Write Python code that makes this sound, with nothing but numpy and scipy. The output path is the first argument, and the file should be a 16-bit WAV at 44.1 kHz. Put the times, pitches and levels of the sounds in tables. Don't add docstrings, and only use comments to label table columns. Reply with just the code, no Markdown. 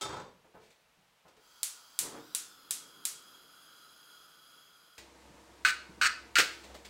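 import sys
import numpy as np
from scipy import signal
from scipy.fft import rfft, irfft, next_fast_len
from scipy.io import wavfile
from scipy.ndimage import map_coordinates

SR = 44100
rng = np.random.default_rng(int(sys.argv[2]) if len(sys.argv) > 2 else 0)


def output_pcm(signal):
    pcm = np.clip(np.atleast_2d(signal).T, -1, 1) * 32767
    wavfile.write(sys.argv[1], SR, np.round(pcm).astype(np.int16))


N = 303849
TIME = np.arange(N) / SR

# f/Hz, T60/s
ROOM_DECAY = [(150, 0.7), (800, 0.46), (2000, 0.4), (5000, 0.44), (9000, 0.31), (16000, .22)]
# f/Hz, level/dB
STOVE_AIR_SPECTRUM = [(15, -53), (25, -27), (59, -10), (92, -31.5), (137, -7.5), (373, -18), (451, -10.5),
                      (659, -10), (2220, -13), (2690, -13), (16000, -30)]
# f/Hz, level/dB, T60/s before added damping
STEEL_MODES = [(391, -6, 0.67), (855, -3.5, 0.62), (1303, -0.5, 0.54), (2199, -11, 0.5), (3130, -14, 0.42),
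               (3250, -4.5, 0.32), (3606, -6.5, 0.36), (3822, -15, 0.3), (4030, -9, 0.38), (4590, -1, 0.4),
               (5210, -9, 0.3), (5520, -16, 0.32), (5660, -11, 0.35), (6210, -11, 0.35), (6440, -17, 0.44),
               (6860, -7, 0.36), (6970, -18, 0.32), (7640, -15, 0.35), (7790, -2.5, 0.4), (8800, -12, 0.38),
               (8560, -17, 0.31), (9300, -10, 0.29), (10142, -23, 0.35)]
# f/Hz, level/dB
CLASH_SPECTRUM = [(500, -35), (1000, -21), (2000, -3.5), (4500, 0), (7500, -2), (10000, -15), (13000, -19),
                  (16000, -18)]
# f/Hz, level/dB
THUD_SPECTRUM = [(30, -17), (65, -9), (90, -11), (140, -5.5), (300, -7.5), (470, -0.5), (650, -5.5),
                 (950, -3.5), (1400, -7.5), (2000, -17), (6000, -28), (12000, -49)]
# t/s, level/dB
KNOCK_EVENTS = [(.44, -62.5), (.541, -53), (1.246, -59.5), (1.368, -66.5)]
# f/Hz, level/dB
KNOCK_SPECTRUM = [(30, -17), (65, -4), (90, -13), (140, -8), (300, -8), (490, 1.5), (650, -4), (950, -5),
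                  (1450, -9), (2200, -21), (6000, -40)]
# t/s, level/dB
BUMP_EVENTS = [(.55, -70), (0.969, -66), (5.29, -58), (5.88, -52), (5.971, -56)]
# f/Hz, level/dB
BUMP_SPECTRUM = [(30, -14), (70, -16), (140, 1), (230, 1.5), (400, -9), (1500, -73)]
# t/s, level/dB
TICK_EVENTS = [(.703, -64), (1.28, -62), (1.366, -66), (4.979, -46)]
# f/Hz, level/dB
GRIT_SPECTRUM = [(800, -29), (1700, 1), (4300, 0), (5600, -4.5), (8000, -5.5), (11000, -17.5), (16000, -16)]
# f/Hz, level/dB
JET_SPECTRUM = [(59, -41), (100, -47), (322, -6.5), (818, -15.5), (1420, 7.5), (2100, -27), (3320, -3),
                (3780, -22), (4980, -0.5), (5530, -16), (9410, -23), (11200, -19), (16000, -21)]
# f/Hz, bandwidth/Hz, level/dB
TUBE_RESONANCES = [(1287, 80, -4), (3282, 85, 2), (4037, 69, -4.5), (4916, 90, -3.5), (6430, 110, -8.5),
                   (6960, 150, -10.5), (7670, 56, -13), (8960, 47, -8.5), (8700, 55, -11), (9800, 50, -12),
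                   (10240, 70, -12), (10800, 55, -4), (11280, 120, -10.5), (11600, 150, -12.5),
                   (13120, 91, -10.5), (13800, 63, -15), (14350, 90, -12), (15300, 300, -15)]
# f/Hz, bandwidth/Hz, level/dB
PORT_RESONANCES = [(950, 160, 0.5), (4650, 500, 0.5), (6100, 700, -4), (7580, 200, -1), (11000, 500, -9),
                   (15300, 460, -6)]
# t/s, level/dB
SPARK_EVENTS = [(1.6312, 0.5), (1.99, 2.5), (2.349, 0), (2.7087, 0), (3.0527, 0)]
# delay/s, level/dB
SPARK_PATHS = [(0, 2.5), (.00028, 0), (.00055, -12), (.00082, 7), (.00104, 1.5), (.00162, -19), (.00212, 1)]
# f/Hz, level/dB
SNAP_SPECTRUM = [(300, -35.5), (900, -19.5), (1500, -14), (2700, -10), (4100, -6), (5200, -6.5), (7500, 0),
                 (10000, -0.5), (12000, -6.5), (15500, -11.5), (17000, -30)]
# t/s, level/dB
CATCH_EVENTS = [(1.99, -45.5), (2.1, -48.5)]
# f/Hz, level/dB
FLAME_SPECTRUM = [(30, -24), (80, -19), (140, -7), (320, -4.5), (450, -5), (650, -12), (950, -8),
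                  (1500, -15), (2500, -22), (6000, -46)]
# f/Hz, level/dB
TABLE_AIR_SPECTRUM = [(15, -72), (25, -16), (59, -13), (78, -26), (97, -5), (127, -12), (309, -2), (335, 0),
                      (373, -6.5), (476, -3.5), (754, -7.5), (936, -4), (1230, -9.5), (7920, -20),
                      (16000, -34.5)]
# f/Hz, level/dB
HUM_PARTIALS = [(65, 5.5), (209, -3.5), (270, -13), (340, -1.5), (472, -3)]
# t/s, duration/s, tap/dB, scrape/dB, swell of the scrape/dB, rasp/dB, squeak/dB
MATCH_STROKES = [(5.6493, 0.058, -10, -27, -9.5, -32.5, -50), (6.0129, 0.061, -19, -23.5, -3, -33.5, -30.5),
                 (6.3551, 0.056, -22, -23.5, -1, -27.5, -35)]
# f/Hz, level/dB, T60/s
TAP_MODES = [(1226, -11.5, 0.059), (1503, -3, 0.063), (2540, -14, 0.072), (4310, -22, 0.036)]
# f/Hz, bandwidth/Hz, level/dB
BOX_RESONANCES = [(1223, 17, 1), (1275, 16, 0), (1394.5, 14, 6), (1510, 16, 5.5), (1610, 14, 0.5),
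                  (1640, 16, 1.5), (1789, 17, 2), (1990, 16, 0), (2090, 24, -2), (2197, 19, -1),
                  (2350, 15, 0), (2535, 39, -1), (2677, 22, -5), (2905, 19, -2), (3386, 22, -7),
                  (3792, 18, -7.5), (4024, 22, -8), (4270, 68, -7), (4580, 50, -8), (8110, 120, -14)]
# f/Hz, level/dB
CARDBOARD_SPECTRUM = [(200, -48), (700, -49), (1000, -14), (1220, -3), (1550, 2), (2200, -4.5), (2800, -2),
                      (3400, -13.5), (4400, -7), (5500, -11.5), (8000, -15), (11000, -32), (16000, -33)]
# f/Hz, level/dB
PUFF_SPECTRUM = [(40, -31), (150, -13), (330, -9), (500, -1), (800, -8), (2000, -17.5), (8000, -65)]
# t/s, puff/dB, fizz/dB
SPIT_EVENTS = [(6.635, -53, -56), (6.694, -53.5, -68), (6.741, -50, -51.5), (6.846, -57, -49)]

TABLE_FROM_S = 4.98


def amp(db):
    return 10 ** (np.asarray(db) / 20)


def unit(x):
    return x / np.sqrt(np.mean(x ** 2) + 1e-20)


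def since(s):
    return np.maximum(TIME - s, 0)


def along(points, hz):
    f, values = np.transpose(points)
    return np.interp(np.log(hz + 1), np.log(f + 1), values)


def wobble(rate):
    return map_coordinates(rng.standard_normal(int(N * rate / SR) + 4), [TIME * rate])


def response(spectrum, peaks=(), peaks_db=0, size=8192):
    hz = np.fft.rfftfreq(size, 1 / SR)
    resonances = sum(amp(db + peaks_db) ** 2 / (1 + (2 * (hz - f) / width) ** 2)
                     for f, width, db in peaks)
    power = amp(along(spectrum, hz)) ** 2 + resonances
    cepstrum = irfft(np.log(power + 1e-12) / 2)
    cepstrum[1:size // 2] *= 2
    cepstrum[size // 2 + 1:] = 0
    h = irfft(np.exp(rfft(cepstrum)))
    return h / np.linalg.norm(h)


def through(x, h):
    return signal.fftconvolve(x, h)[:N]


def noise(spectrum, peaks=()):
    return unit(through(rng.standard_normal(N), response(spectrum, peaks)))


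def grains(rate, spread_db):
    size = amp(spread_db * np.clip(rng.standard_normal(N), -2, 2))
    occurs = rng.random(N) < rate / SR
    return unit(occurs * size * np.sign(rng.standard_normal(N)))


def burst(s, rise_s, t60_s):
    age = since(s)
    return np.minimum(age / rise_s, 1) * amp(-60 * np.maximum(age - rise_s, 0) / t60_s)


def bursts(events, rise_s, t60_s):
    return sum(amp(db) * burst(s, rise_s, t60_s) for s, db in events)


def impulse(s):
    return 1. * (np.arange(N) == round(s * SR))


def ringing(modes, s, scatter_db, damping=1):
    t = np.arange(SR // 2) / SR
    ring = 0
    for hz, db, t60 in modes:
        envelope = amp(db + rng.normal(0, scatter_db) - 60 * damping * t / t60)
        ring += envelope * np.sin(2 * np.pi * (hz * t + rng.random()))
    attack = np.minimum(t / .0015, 1)
    return np.pad(ring * attack, (round(s * SR), N))[:N]


def kitchen(x, wet_db, gap_s=.003):
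    hz, t, bands = signal.stft(rng.standard_normal(SR // 2), SR, nperseg=256)
    decay = amp(-60 * t / along(ROOM_DECAY, hz)[:, None])
    tail = signal.istft(bands * decay, SR, nperseg=256)[1]
    tail *= np.arange(len(tail)) / SR > gap_s
    return x + amp(wet_db) * through(x, tail / np.linalg.norm(tail))


def stove_air():
    return amp(-69.5) * noise(STOVE_AIR_SPECTRUM)


def kettle(land_s=.0105, skid_s=.014, first_rock_s=.041, rock_ratio=.95, rocks=5):
    rock = np.arange(rocks)
    times = land_s + np.r_[0, skid_s, np.cumsum(first_rock_s * rock_ratio ** rock)]
    contact_db = np.r_[-41.5, -50, -52.5 - 3 * rock]
    ring = sum(amp(db) * ringing(STEEL_MODES, s, scatter_db=2, damping=1.5)
               for s, db in zip(times, contact_db))
    ring *= 1 + .5 * wobble(160)
    chatter = bursts(zip(times, contact_db + 2.5), rise_s=.002, t60_s=.11)
    clash = through(chatter * grains(rate=2500, spread_db=6.5), response(CLASH_SPECTRUM))
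    thud_db = -40.5 - 6 * np.linspace(-1, 1, len(times)) ** 2
    thud_power = sum((amp(db) * burst(s, rise_s=.0041, t60_s=.23)) ** 2 for s, db in zip(times, thud_db))
    thud = np.sqrt(thud_power) * noise(THUD_SPECTRUM)
    return kitchen(ring + clash + thud, wet_db=-5.5)


def handling():
    knock = bursts(KNOCK_EVENTS, rise_s=.009, t60_s=.27)
    tick = bursts(TICK_EVENTS, rise_s=.0018, t60_s=.12)
    sleeve = amp(-66.5) * burst(.59, rise_s=.048, t60_s=.42)
    body = (knock + amp(-11) * tick) * noise(KNOCK_SPECTRUM)
    surface = (tick + sleeve) * noise(GRIT_SPECTRUM)
    bumps = bursts(BUMP_EVENTS, rise_s=.0078, t60_s=.13) * noise(BUMP_SPECTRUM)
    return kitchen(body + surface + bumps, wet_db=-4)


def gas(valve_s=1.382, opening_s=.097, turn_down_s=4.3, heat_s=2.14, heat_rise_s=.17):
    opening = 1 - np.exp(-since(valve_s) / opening_s)
    flow = opening * amp(-59.5 - 6.5 * since(turn_down_s))
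    heat_age = since(heat_s) / heat_rise_s
    cold = np.exp(-heat_age)
    heat = (heat_age * np.exp(1 - heat_age)) ** 2
    pitch_ratio = .99 ** cold + .17 * heat * (1 + .17 * wobble(60))
    flat_floor = [(1000, -60)]
    tube = noise(flat_floor, TUBE_RESONANCES)
    tube = amp(-3 - 3 * cold) * map_coordinates(tube, [np.cumsum(pitch_ratio)], mode="wrap")
    ports = amp(-5) * cold * noise(flat_floor, PORT_RESONANCES)
    jet = amp(-3.8 - 2 * cold) * noise(JET_SPECTRUM)
    return kitchen(flow * amp(.56 * wobble(9)) * (tube + jet + ports), wet_db=-6.5)


def igniter():
    snap, out = response(SNAP_SPECTRUM), np.zeros(N)
    for s, db in SPARK_EVENTS:
        near = sum(amp(path_db + rng.normal(0, 1.2)) * impulse(s + delay)
                   for delay, path_db in SPARK_PATHS)
        scatter = amp(-22) * burst(s + .0012, rise_s=.0017, t60_s=.046) * grains(rate=5000, spread_db=7)
        walls = kitchen(impulse(s), wet_db=10.5, gap_s=.0026) - impulse(s)
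        out += amp(db - 14.5) * through(near + scatter + walls, snap)
    return out


def flame(growth_s=.86, calming_db_per_s=9.5):
    whoomp = bursts(CATCH_EVENTS, rise_s=.081, t60_s=.23)
    lit_s = CATCH_EVENTS[0][0]
    growth = np.minimum(since(lit_s) / growth_s, 1)
    burn = growth * amp(-66 - calming_db_per_s * since(lit_s + growth_s))
    flutter = amp(1.1 * wobble(45))
    return kitchen((whoomp + burn) * flutter * noise(FLAME_SPECTRUM), wet_db=-9)


def table_air(swell_db_per_s=4):
    murk = unit(kitchen(noise(TABLE_AIR_SPECTRUM), wet_db=-6.5))
    hum = sum(amp(db + 2.8 * wobble(21)) * np.sin(2 * np.pi * hz * TIME + .5 * wobble(3.9))
              for hz, db in HUM_PARTIALS)
    hum_gain = amp(-73 + swell_db_per_s * since(TABLE_FROM_S))
    return amp(-59 + .23 * wobble(7)) * murk + hum_gain * hum


def match(release_t60_s=.02):
    box = response(CARDBOARD_SPECTRUM, BOX_RESONANCES, peaks_db=6)
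    strip = response(GRIT_SPECTRUM)
    snags, grit = grains(rate=3500, spread_db=4), grains(rate=1600, spread_db=5)
    grip, squeak_tone = amp(1.5 * wobble(220)), squeak()
    out = np.zeros(N)
    for s, duration, tap_db, scrape_db, swell_db, rasp_db, squeak_db in MATCH_STROKES:
        travel = np.clip((TIME - s) / duration, 0, 1)
        pressure = grip * (TIME > s) * amp(-60 * since(s + duration) / release_t60_s)
        tap = amp(tap_db) * ringing(TAP_MODES, s, scatter_db=1)
        scrape = through(amp(scrape_db - .5 + swell_db * (travel - .5)) * pressure * snags, box)
        rasp = through(amp(rasp_db + 3 * (travel - 1.5)) * pressure * grit, strip)
        slips = amp(squeak_db) * travel ** 2 * pressure * squeak_tone
        out += kitchen(tap + scrape + rasp, wet_db=-9, gap_s=.0024) + slips
    return out


def squeak(slip_hz=1095):
    phase = 2 * np.pi * np.cumsum(slip_hz * (1 + .012 * wobble(200))) / SR
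    return unit(sum(np.sin(k * phase) / k for k in range(4, 9)))


def flare(lit_s=6.3825):
    flash = burst(lit_s, rise_s=.004, t60_s=.19)
    afterburn = burst(lit_s, rise_s=.15, t60_s=1)
    puff = amp(-32) * flash
    fizz = amp(-22) * flash + amp(-56) * afterburn
    for s, puff_db, fizz_db in SPIT_EVENTS:
        spit = burst(s, rise_s=.009, t60_s=.15)
        puff += amp(puff_db) * spit
        fizz += amp(fizz_db) * spit
    crackle = through(fizz * grains(rate=8000, spread_db=3), response(GRIT_SPECTRUM))
    return kitchen(puff * noise(PUFF_SPECTRUM) + crackle, wet_db=-13)


def scene():
    steady = np.where(TIME < TABLE_FROM_S, gas() + flame() + stove_air(), table_air())
    return (kettle() + handling() + igniter() + match() + flare() + steady)[None]


def record(dry):
    cutoff_hz = 15800
    size = next_fast_len(N + SR // 2)
    passband = np.fft.rfftfreq(size, 1 / SR) < cutoff_hz
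    return irfft(rfft(dry, size) * passband, size)[:, :N]


dry = scene()
out = record(dry)
output_pcm(out)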